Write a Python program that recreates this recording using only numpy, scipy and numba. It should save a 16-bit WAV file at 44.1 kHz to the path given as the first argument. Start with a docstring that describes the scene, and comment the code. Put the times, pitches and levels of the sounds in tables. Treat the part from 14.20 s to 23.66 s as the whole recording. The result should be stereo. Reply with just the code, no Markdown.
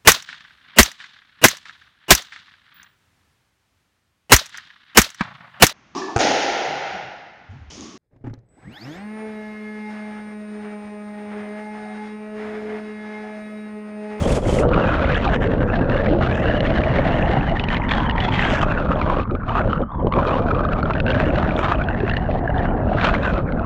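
"""Churning whitewater buffets the two flooded microphone ports of a sealed, tumbling camera.
Turbulent pressure drives the air pocket in each port as a resonator whose pitch drifts as it is squeezed.
Bubbles burst against the front port and glug at the rear one, over the rumble of large eddies.
A bright hiss of spray comes before the plunge. The camera blends both ports into stereo."""
import sys
import numpy as np
from scipy import signal
from scipy.fft import rfft, irfft, next_fast_len
from scipy.io import wavfile
from scipy.ndimage import uniform_filter1d, minimum_filter1d
from numba import njit

SR = 44100
rng = np.random.default_rng(int(sys.argv[2]) if len(sys.argv) > 2 else 0)


def bounce(signal):
    """Save signal as a 16-bit WAV file at the path given by the first command-line argument."""
    frames = np.transpose(np.atleast_2d(signal))
    limited = np.clip(frames, -1, 1)
    pcm = np.round(limited * 32767).astype(np.int16)
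    wavfile.write(sys.argv[1], SR, pcm)


N = 417075
TIME = np.arange(N) / SR
FFT_SIZE = next_fast_len(N + SR // 4)
FLOOD_S = 0.39   # the front port goes under
WOBBLE = .05   # scale of a resonance's random drift in log frequency


def amp(db):
    """Amplitude ratio of a level in decibels."""
    return 10 ** (np.asarray(db) / 20)

def unit_rms(x):
    """Normalisation to unit mean power."""
    return x / np.sqrt(np.mean(x ** 2) + 1e-20)

def evened(x, span_s):
    """Division by the running rms: the slow level is held at 1 and the fast texture stays."""
    return x / np.sqrt(uniform_filter1d(x ** 2, int(span_s * SR)) + 1e-12)

def in_time(rows):
    """Linear interpolation of each column to one value a sample."""
    times, *columns = np.transpose(rows)
    return [np.interp(TIME, times, c) for c in columns]

def on_bins(rows):
    """Interpolation of each column over log frequency to one value a bin."""
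    hz, *columns = np.transpose(rows)
    log_bins = np.log(np.arange(1, FFT_SIZE // 2 + 2) * SR / FFT_SIZE)
    return [np.interp(log_bins, np.log(hz), c) for c in columns]

def colour(x, spectrum):
    """Minimum-phase filtering: folding the cepstrum makes the given spectral shape causal."""
    cepstrum = irfft(np.log(amp(on_bins(spectrum)[0])), FFT_SIZE)
    cepstrum[1:FFT_SIZE // 2] *= 2
    cepstrum[FFT_SIZE // 2 + 1:] = 0
    return irfft(rfft(x, FFT_SIZE) * np.exp(rfft(cepstrum)), FFT_SIZE)[..., :N]

def muffle(x, hz):
    """Low-pass filtering: water in a port takes the treble off."""
    return signal.sosfilt(signal.butter(4, hz, fs=SR, output="sos"), x)

def drift(corner_hz):
    """Random modulation: low-passed noise of unit rms, computed at a tenth of the sample rate."""
    r = np.exp(-20 * np.pi * corner_hz / SR)
    slow = signal.lfilter([1], [1, -2 * r, r * r], rng.standard_normal(N // 10 + 4002))[4000:]
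    return np.interp(np.arange(N) / 10, np.arange(len(slow)), unit_rms(slow))

def ping(age, hz, rise_s):
    """Damped oscillation whose envelope swells to 1 at rise_s and dies away."""
    return age / rise_s * np.exp(1 - age / rise_s) * np.sin(2 * np.pi * hz * age)

@njit
def resonator(x, hz, width_hz, passes_bass):
    """Two-pole resonance with a moving centre, in low-pass or band-pass form."""
    y = np.zeros(len(x))
    r = np.exp(-np.pi * width_hz / SR)
    for i in range(2, len(x)):
        pull = 2 * r * np.cos(2 * np.pi * hz[i] / SR)
        feed = (1 - pull + r * r) * x[i] if passes_bass else (1 - r * r) / 2 * (x[i] - x[i - 2])
        y[i] = feed + pull * y[i - 1] - r * r * y[i - 2]
    return y

def buffeting(per_s, spread_db, hiss_db, surge):
    """Turbulent pressure as shot noise: uneven kicks on a hiss, multiplied by the surge gain."""
    sizes = amp(spread_db * np.minimum(rng.exponential(1, N), 3.5)) * rng.choice([-1, 1], N)
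    kicks = unit_rms(sizes * (rng.random(N) < per_s / SR))
    return surge * (kicks + amp(hiss_db) * rng.standard_normal(N))


# Pressure spectrum of large eddies: (frequency [Hz], relative level [dB])
EDDY_SPECTRUM = [(12, -36), (22, 1), (100, -3), (250, -7.5), (400, -26.5), (800, -42.5), (2000, -100)]

def rumble(level_db, likeness=.86, pan_db=-1.6):
    """Partial coherence: large eddies push both ports mostly alike."""
    surges = amp([1.92 * drift(18.5), 6.3 * drift(36.0)])
    mid, side = colour(rng.standard_normal((2, N)) * surges, EDDY_SPECTRUM)
    pair = np.sqrt(1 + likeness) * mid + np.sqrt(1 - likeness) * side * [[1], [-1]]
    return amp(level_db) * evened(pair, 0.16) * amp([[pan_db / 2], [-pan_db / 2]])


# Spectrum of droplet impacts: (frequency [Hz], relative level [dB])
SPRAY_SPECTRUM = [(2000, -3), (4000, -11), (7000, -8.5), (9500, -13.5), (12000, -29), (15000, -35.5)]

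def spray(stir_db, fade_db_per_s=244):
    """Impact noise: droplets hiss on the open front port until it floods."""
    drive = buffeting(per_s=5800, spread_db=-2, hiss_db=17.5, surge=amp(2.6 * drift(27.0)))
    level_db = -36 + 0.89 * stir_db - fade_db_per_s * np.clip(TIME - FLOOD_S, 0, 1)
    return amp(level_db) * unit_rms(colour(drive, SPRAY_SPECTRUM))

def plinks(per_s, cycles, low_hz, high_hz, spread_db):
    """Free oscillation of small bubbles: each swells and rings briefly at one of ten pitches."""
    births = amp(spread_db * np.minimum(rng.exponential(1, N), 3.5)) * (rng.random(N) < per_s / SR)
    pitch_index, out = rng.integers(0, 10, N), 0
    for k, hz in enumerate(np.geomspace(low_hz, high_hz, num=10)):
        r, w = np.exp(-hz / (cycles * SR)), 2 * np.pi * hz / SR
        stage = [0, np.sin(w), 0, 1, -2 * r * np.cos(w), r * r]
        out = out + signal.sosfilt([stage, stage], births * (pitch_index == k) + 1e-18)
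    return unit_rms(out)


# Big bubbles gulping at the rear port: (time [s], level [dB], starting frequency [Hz])
REAR_GULPS = [(4.861, -9.5, 594), (4.925, -7.5, 523), (5.115, -9, 335), (5.304, -11, 870),
              (5.455, -13.5, 580), (7.717, -19.5, 663), (7.804, -10.5, 394), (7.833, -4.5, 375),
              (8.716, -3.5, 714)]

def glugs(chain_s=8.088, gap_s=.0135, chain_db=-8):
    """Damped bubble resonance: gulps ring down as their pitch climbs; six small bubbles leave in a row."""
    out, age = np.zeros(N + 4000), np.arange(4000) / SR
    envelope = np.minimum(age / 0.0016, 1) * np.exp(-age / 0.0086)
    for s, db, hz in REAR_GULPS:
        chirp = np.sin(2 * np.pi * hz * age * (1 + 3 * age))
        out[int(s * SR):][:len(age)] += amp(db) * envelope * chirp
    knock = ping(age, hz=650, rise_s=0.0009)
    for k, uneven_db in enumerate(rng.normal(0, 2, 6)):
        out[int((chain_s + k * gap_s) * SR):][:len(age)] += amp(chain_db + uneven_db) * knock
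    return muffle(out[:N], 2500)


# Spectrum of the rasp at a port: (frequency [Hz], relative level [dB])
RASP_SPECTRUM = [(900, -4), (2000, -1), (3000, 4), (4250, -4), (4800, -12), (7500, -26), (10000, -48.5),
                 (12000, -60.5)]

def rasp(drive):
    """Spectral shaping: broadband pressure becomes a rasp that peaks near 3 kHz."""
    return colour(drive, RASP_SPECTRUM)

def air_pocket(drive, hz, width_hz, skirt_db, low_hz, skirt_width_hz, top_hz):
    """Forced resonance of trapped air: a wobbling peak with a broad skirt below it and little above."""
    drive = muffle(drive, top_hz)
    centre_hz = hz * np.exp(WOBBLE * (drift(22.0) + 1.33 * drift(6.5)))
    skirt = signal.sosfilt(signal.butter(2, low_hz, "high", fs=SR, output="sos"), drive)
    for _ in range(2):
        skirt = resonator(skirt, hz, skirt_width_hz, passes_bass=True)
    ringing = resonator(drive, centre_hz, width_hz, passes_bass=False)
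    ringing = resonator(ringing, centre_hz, 1.2 * width_hz, passes_bass=True)
    return evened(unit_rms(ringing) + amp(skirt_db) * unit_rms(skirt), 0.28)

def rear_port(rear_hz, rear_db):
    """Forced resonance of the larger, lower pocket, with small bubbles and a faint fizz on top."""
    surge = amp(1.1 * drift(7.7) + 0.92 * drift(98.0))
    drive = buffeting(per_s=200, spread_db=3, hiss_db=-1.5, surge=surge)
    ringing = air_pocket(drive, rear_hz, width_hz=145., skirt_db=3,
                         low_hz=127, skirt_width_hz=930., top_hz=2500)
    bubbles = plinks(per_s=27, cycles=3.5, low_hz=299.2, high_hz=1110, spread_db=2)
    fizz = unit_rms(muffle(rasp(drive * amp(9.5 * drift(10.0))), 6200))
    return amp(rear_db) * (ringing + amp(-12) * bubbles + amp(-28.5) * fizz)


# Big bubbles bursting on the front port:
# (time [s], plink level [dB], plink frequency [Hz], relative pocket ring level [dB])
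BURSTS = [(0.5427, -19.5, 2420, -17.5), (0.9447, -17, 2900, -17), (1.077, -17, 2400, -22.5),
          (1.697, -19.5, 2660, -15.5), (1.861, -16.5, 2280, -22.5), (2.405, -11.5, 2920, -17.5),
          (2.5035, -18, 2780, -20.5), (3.3962, -13.5, 2590, -19.5), (3.439, -13.5, 2890, -29.5),
          (3.486, -12.5, 2470, -19), (3.5447, -17.5, 3020, -21), (3.5675, -12, 2140, -14),
          (3.691, -16.5, 3500, -17.5), (3.714, -11.5, 3330, -30.5), (3.7357, -15, 3380, -12),
          (3.896, -16, 2920, -10), (3.9097, -17.5, 2880, -23), (3.98, -16.5, 2255, -10),
          (4.003, -12, 3000, -17.5), (4.192, -16.5, 2550, -9), (4.7197, -29.5, 2870, -26),
          (4.814, -19, 2430, -8), (5.0319, -30.5, 2610, -24.5), (5.1095, -33, 2380, -17),
          (5.1507, -29, 2330, -13.5), (5.295, -39, 2350, -11), (5.5304, -24.5, 3000, -4.5),
          (5.8694, -30.5, 3050, -12), (5.9229, -19.5, 2100, -7), (5.937, -20, 2310, -8),
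          (6.3479, -27, 2430, -11), (6.3912, -31.5, 3190, -11), (6.4504, -31, 3740, -5),
          (6.4875, -32.5, 2980, -10), (6.5326, -21.5, 2630, -12.5), (6.629, -29.5, 4320, -5.5),
          (6.6555, -30, 3280, -9.5), (6.735, -17.5, 2500, -22.5), (6.7794, -27, 2800, -16.5),
          (6.8014, -14.5, 2620, -11.5), (6.8644, -18, 2670, -10.5), (6.8806, -18, 2740, -8),
          (6.904, -13.5, 2770, -21), (7.638, -26, 3320, -30), (7.6857, -21, 2700, -7.5),
          (7.8028, -23, 2590, -13.5), (7.896, -14, 2740, -17.5), (7.9134, -23.5, 2780, -11),
          (7.9366, -28.5, 4270, -14), (7.9675, -13.5, 2910, -10.5), (8.112, -26, 2525, -25.5),
          (8.276, -39.5, 2700, -7.5), (8.343, -42, 2630, -13.5), (8.3802, -26, 3500, -23),
          (8.812, -14.5, 2380, -19.5), (9.031, -27, 3760, -25), (9.322, -26.5, 2100, -17.5),
          (9.3945, -32, 2500, -14.5)]

def bursts(front_hz, top_mode_hz=4015, crack_decay_s=0.003):
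    """Impulse excitation: each burst cracks, plinks, and rings the pocket and the port's highest mode."""
    tones, age = np.zeros(N + 2000), np.arange(2000) / SR
    impulses = np.zeros(N)
    for s, plink_db, plink_hz, ring_db in BURSTS:
        at = int(s * SR)
        plink = amp(plink_db) * ping(age, plink_hz, rise_s=0.0012)
        top_mode = amp(plink_db - 16) * ping(age, top_mode_hz, rise_s=0.00076)
        ring = amp(ring_db - 3.5) * ping(age, front_hz[at], rise_s=0.0017)
        tones[at:at + len(age)] += plink + top_mode + ring
        impulses[at] = amp(plink_db)
    envelope = signal.lfilter([1], [1, -np.exp(-1 / (crack_decay_s * SR))], impulses + 1e-18)
    cracks = rasp(envelope * rng.standard_normal(N))
    return muffle(tones[:N], 8900) + amp(1.5) * muffle(cracks, 5300)

def front_rasp(drive, upper_hz, stir_db):
    """Masking: the upper mode rings clean in calm flow; strong flow covers it with noise and bubbles."""
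    noise = rasp(drive * amp(1.3 * drift(37.0)))
    mode_hz = upper_hz * np.exp(WOBBLE * drift(12.0))
    mode = resonator(noise, mode_hz, 220., passes_bass=False)
    mode = resonator(mode, mode_hz, 430., passes_bass=False)
    bubble_rate = 130 * amp(0.49 * drift(2.3))
    bubbles = plinks(bubble_rate, cycles=2.4, low_hz=2100, high_hz=3500, spread_db=11.5)
    bubbles = amp(-2.5 + 0.37 * stir_db) * muffle(bubbles, 11000)
    mode = amp(-1 - 0.15 * stir_db + 4.1 * drift(8.3)) * unit_rms(evened(mode, 0.64))
    mix = evened(amp(0.42 * stir_db) * unit_rms(noise) + mode + bubbles, .15)
    treble = signal.sosfilt(signal.butter(4, 4300, "high", fs=SR, output="sos"), mix)
    treble_gain = amp(0.21 * stir_db + 3.3 * drift(5.2))
    return mix + treble * (treble_gain - 1)


# Unevenness of the flow striking the front port: (time [s], surge depth [factor])
GUSTINESS = [(1.0, .5), (1.1, 1.3), (3.2, .6), (3.45, 0.95), (4.1, 1.1), (4.2, .5), (4.55, 1.18)]

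def front_port(front_hz, upper_hz, stir_db):
    """Turbulent excitation: one gusty pressure drives the pocket and the rasp; bubbles burst on top."""
    surge = amp(in_time(GUSTINESS)[0] * (2.9 * drift(20.2) + 2.72 * drift(99.0)))
    drive = buffeting(per_s=500 * amp(.3 * stir_db), spread_db=2,
                      hiss_db=-4.5 + 0.16 * np.abs(stir_db), surge=surge)
    rasping = front_rasp(drive, upper_hz, stir_db)
    ringing = air_pocket(drive, front_hz, width_hz=224., skirt_db=0.5 + 0.28 * stir_db,
                         low_hz=910, skirt_width_hz=980., top_hz=2020)
    fill_s = 0.051   # the pocket rings weakly until the port has filled
    unfilled_db = -14.5 * np.clip((FLOOD_S + fill_s - TIME) / fill_s, 0, 1)
    size_db = -10.5 * np.log2(front_hz / 1442)   # a larger pocket rings lower and louder
    pocket_db = -27.5 + 0.49 * stir_db + unfilled_db + size_db
    return amp(pocket_db) * ringing + amp(-41 + stir_db) * rasping + bursts(front_hz)


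# Strength of the flow past the front port: (time [s], relative level [dB])
FRONT_STIR = [(0, 5), (.95, 12), (1.6, 9), (3.1, 9.5), (3.55, 20.5), (3.75, 14.5), (3.84, 8.5),
              (3.94, -4.5), (4.01, 12.5), (4.1, 9.5), (4.16, 18), (4.3, 18), (4.66, 1), (4.98, 8.5),
              (5.06, -14.5), (5.33, 9), (5.61, -8.5), (5.67, -15), (5.9, -18), (5.94, 2), (6.1, 7.5),
              (6.4, -2), (6.79, 1.5), (6.9, 10.5), (7.29, 5.5), (7.43, 14.5), (7.74, -3.5), (7.9, 3),
              (8.19, -15), (8.4, 0.5), (8.64, -12.5), (8.85, 17.5), (9.17, 3), (9.22, -9.5), (9.46, -10.5)]
# Strength of the sound at the rear port: (time [s], level [dB])
REAR_LEVEL = [(0, -18.5), (.36, -14.5), (.55, -13.5), (.72, -19), (3.13, -16), (3.4, -19), (5.0, -21.5),
              (5.11, -10.5), (5.32, -25.5), (5.61, -9), (5.75, -37), (5.87, -12.5), (6.0, -17), (6.77, -22),
              (7.01, -16.5), (7.85, -24), (8.48, -18), (9.46, -23)]
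# Lulls in the flow: (deepest time [s], ebb duration [s], front change [dB], rear change [dB])
FLOW_LULLS = [(0.206, 0.034, -13.5, -8.5), (0.471, 0.057, -17.5, 2), (1.495, 0.49, -9.5, 0.5),
              (1.659, 0.14, -13.5, 1.4), (1.972, .26, -13.5, 3), (2.394, .02, -6, -1), (3.468, .4, -16, -4),
              (3.647, 0.23, -14, -5), (5.058, .06, -1, -26.5), (5.22, 0.15, -17, -21.5),
              (5.56, 0.088, 3.5, -19), (5.686, 0.069, -7.5, -37.5), (5.9, 0.018, -8.5, -20.5),
              (6.838, 0.056, -18.5, 0.5)]

def flow_levels(refill_s=0.07):
    """Amplitude modulation by the flow: front and rear levels in dB, with lulls that ebb and refill."""
    lulls_db = sum(np.outer(change_db, np.interp(TIME, [s - ebb_s, s, s + refill_s], [0, 1, 0]))
                   for s, ebb_s, *change_db in FLOW_LULLS)
    return np.array(in_time(FRONT_STIR) + in_time(REAR_LEVEL)) + lulls_db

def crossfeed(x, gain_db, lead_rad):
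    """Transfer function from a port to the far channel: gain and phase lead by frequency."""
    return irfft(rfft(x, FFT_SIZE) * amp(gain_db) * np.exp(1j * lead_rad), FFT_SIZE)[:N]


# Resonances of the squeezed air: (time [s], rear pocket [Hz], front pocket [Hz], front upper mode [Hz])
POCKET_PITCHES = [(0, 515, 1213, 3500), (.83, 559, 1350, 2410), (1.0, 625, 1825, 2750),
                  (1.06, 768, 1208, 2485), (1.16, 538, 1810, 2750), (1.45, 545, 1470, 2690),
                  (2.3, 555, 1686, 2620), (3.3, 765, 1800, 3010), (3.85, 930, 1825, 3300),
                  (4.15, 813, 1974, 3390), (4.45, 618, 1310, 2520), (5.2, 541, 1240, 2330),
                  (5.55, 550, 1320, 3000), (5.78, 529, 894, 3670), (5.95, 538, 1152, 2530),
                  (6.5, 578, 1244, 2400), (7.05, 579, 1700, 2760), (7.5, 680, 1308, 2380),
                  (7.9, 720, 1810, 2850), (8.5, 692, 1573, 2830), (8.95, 594, 1403, 2500)]
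# Rear port's share in the left channel: (frequency [Hz], gain [dB], phase lead [rad])
REAR_TO_LEFT = [(404, -14, 0.2), (610, -10, 1.43), (880, -16.5, 1.76), (3000, -18, 0.32)]
# Front port's share in the right channel: (frequency [Hz], gain [dB])
FRONT_TO_RIGHT = [(300, 14), (1300, -0.5), (2400, -3.5), (3800, -7.5), (4600, -34), (9000, -58)]

def scene():
    """Superposition: both ports blend into left and right over a rumble that follows the rear level."""
    stir_db, rear_db = flow_levels()
    rear_hz, front_hz, upper_hz = in_time(POCKET_PITCHES)
    front = front_port(front_hz, upper_hz, stir_db) + spray(stir_db)
    rear = rear_port(rear_hz, rear_db) + glugs()
    left = front + crossfeed(rear, *on_bins(REAR_TO_LEFT))
    right = rear + crossfeed(front, *on_bins(FRONT_TO_RIGHT), lead_rad=np.pi / 2)
    return np.array([left, right]) + rumble(level_db=-19 + 0.34 * (rear_db + 16.5))

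def record(dry, ceiling=.92, cutoff_hz=15000):
    """Peak limiting: the gain ducks smoothly around peaks over the ceiling; a low-pass cuts the top."""
    gain = minimum_filter1d(ceiling / np.maximum(np.abs(dry).max(axis=0), ceiling), size=441)
    gain = uniform_filter1d(uniform_filter1d(gain, size=220), size=220)
    return signal.sosfilt(signal.cheby2(12, 70, cutoff_hz, fs=SR, output="sos"), dry * gain)


dry = scene()
out = record(dry)
bounce(out)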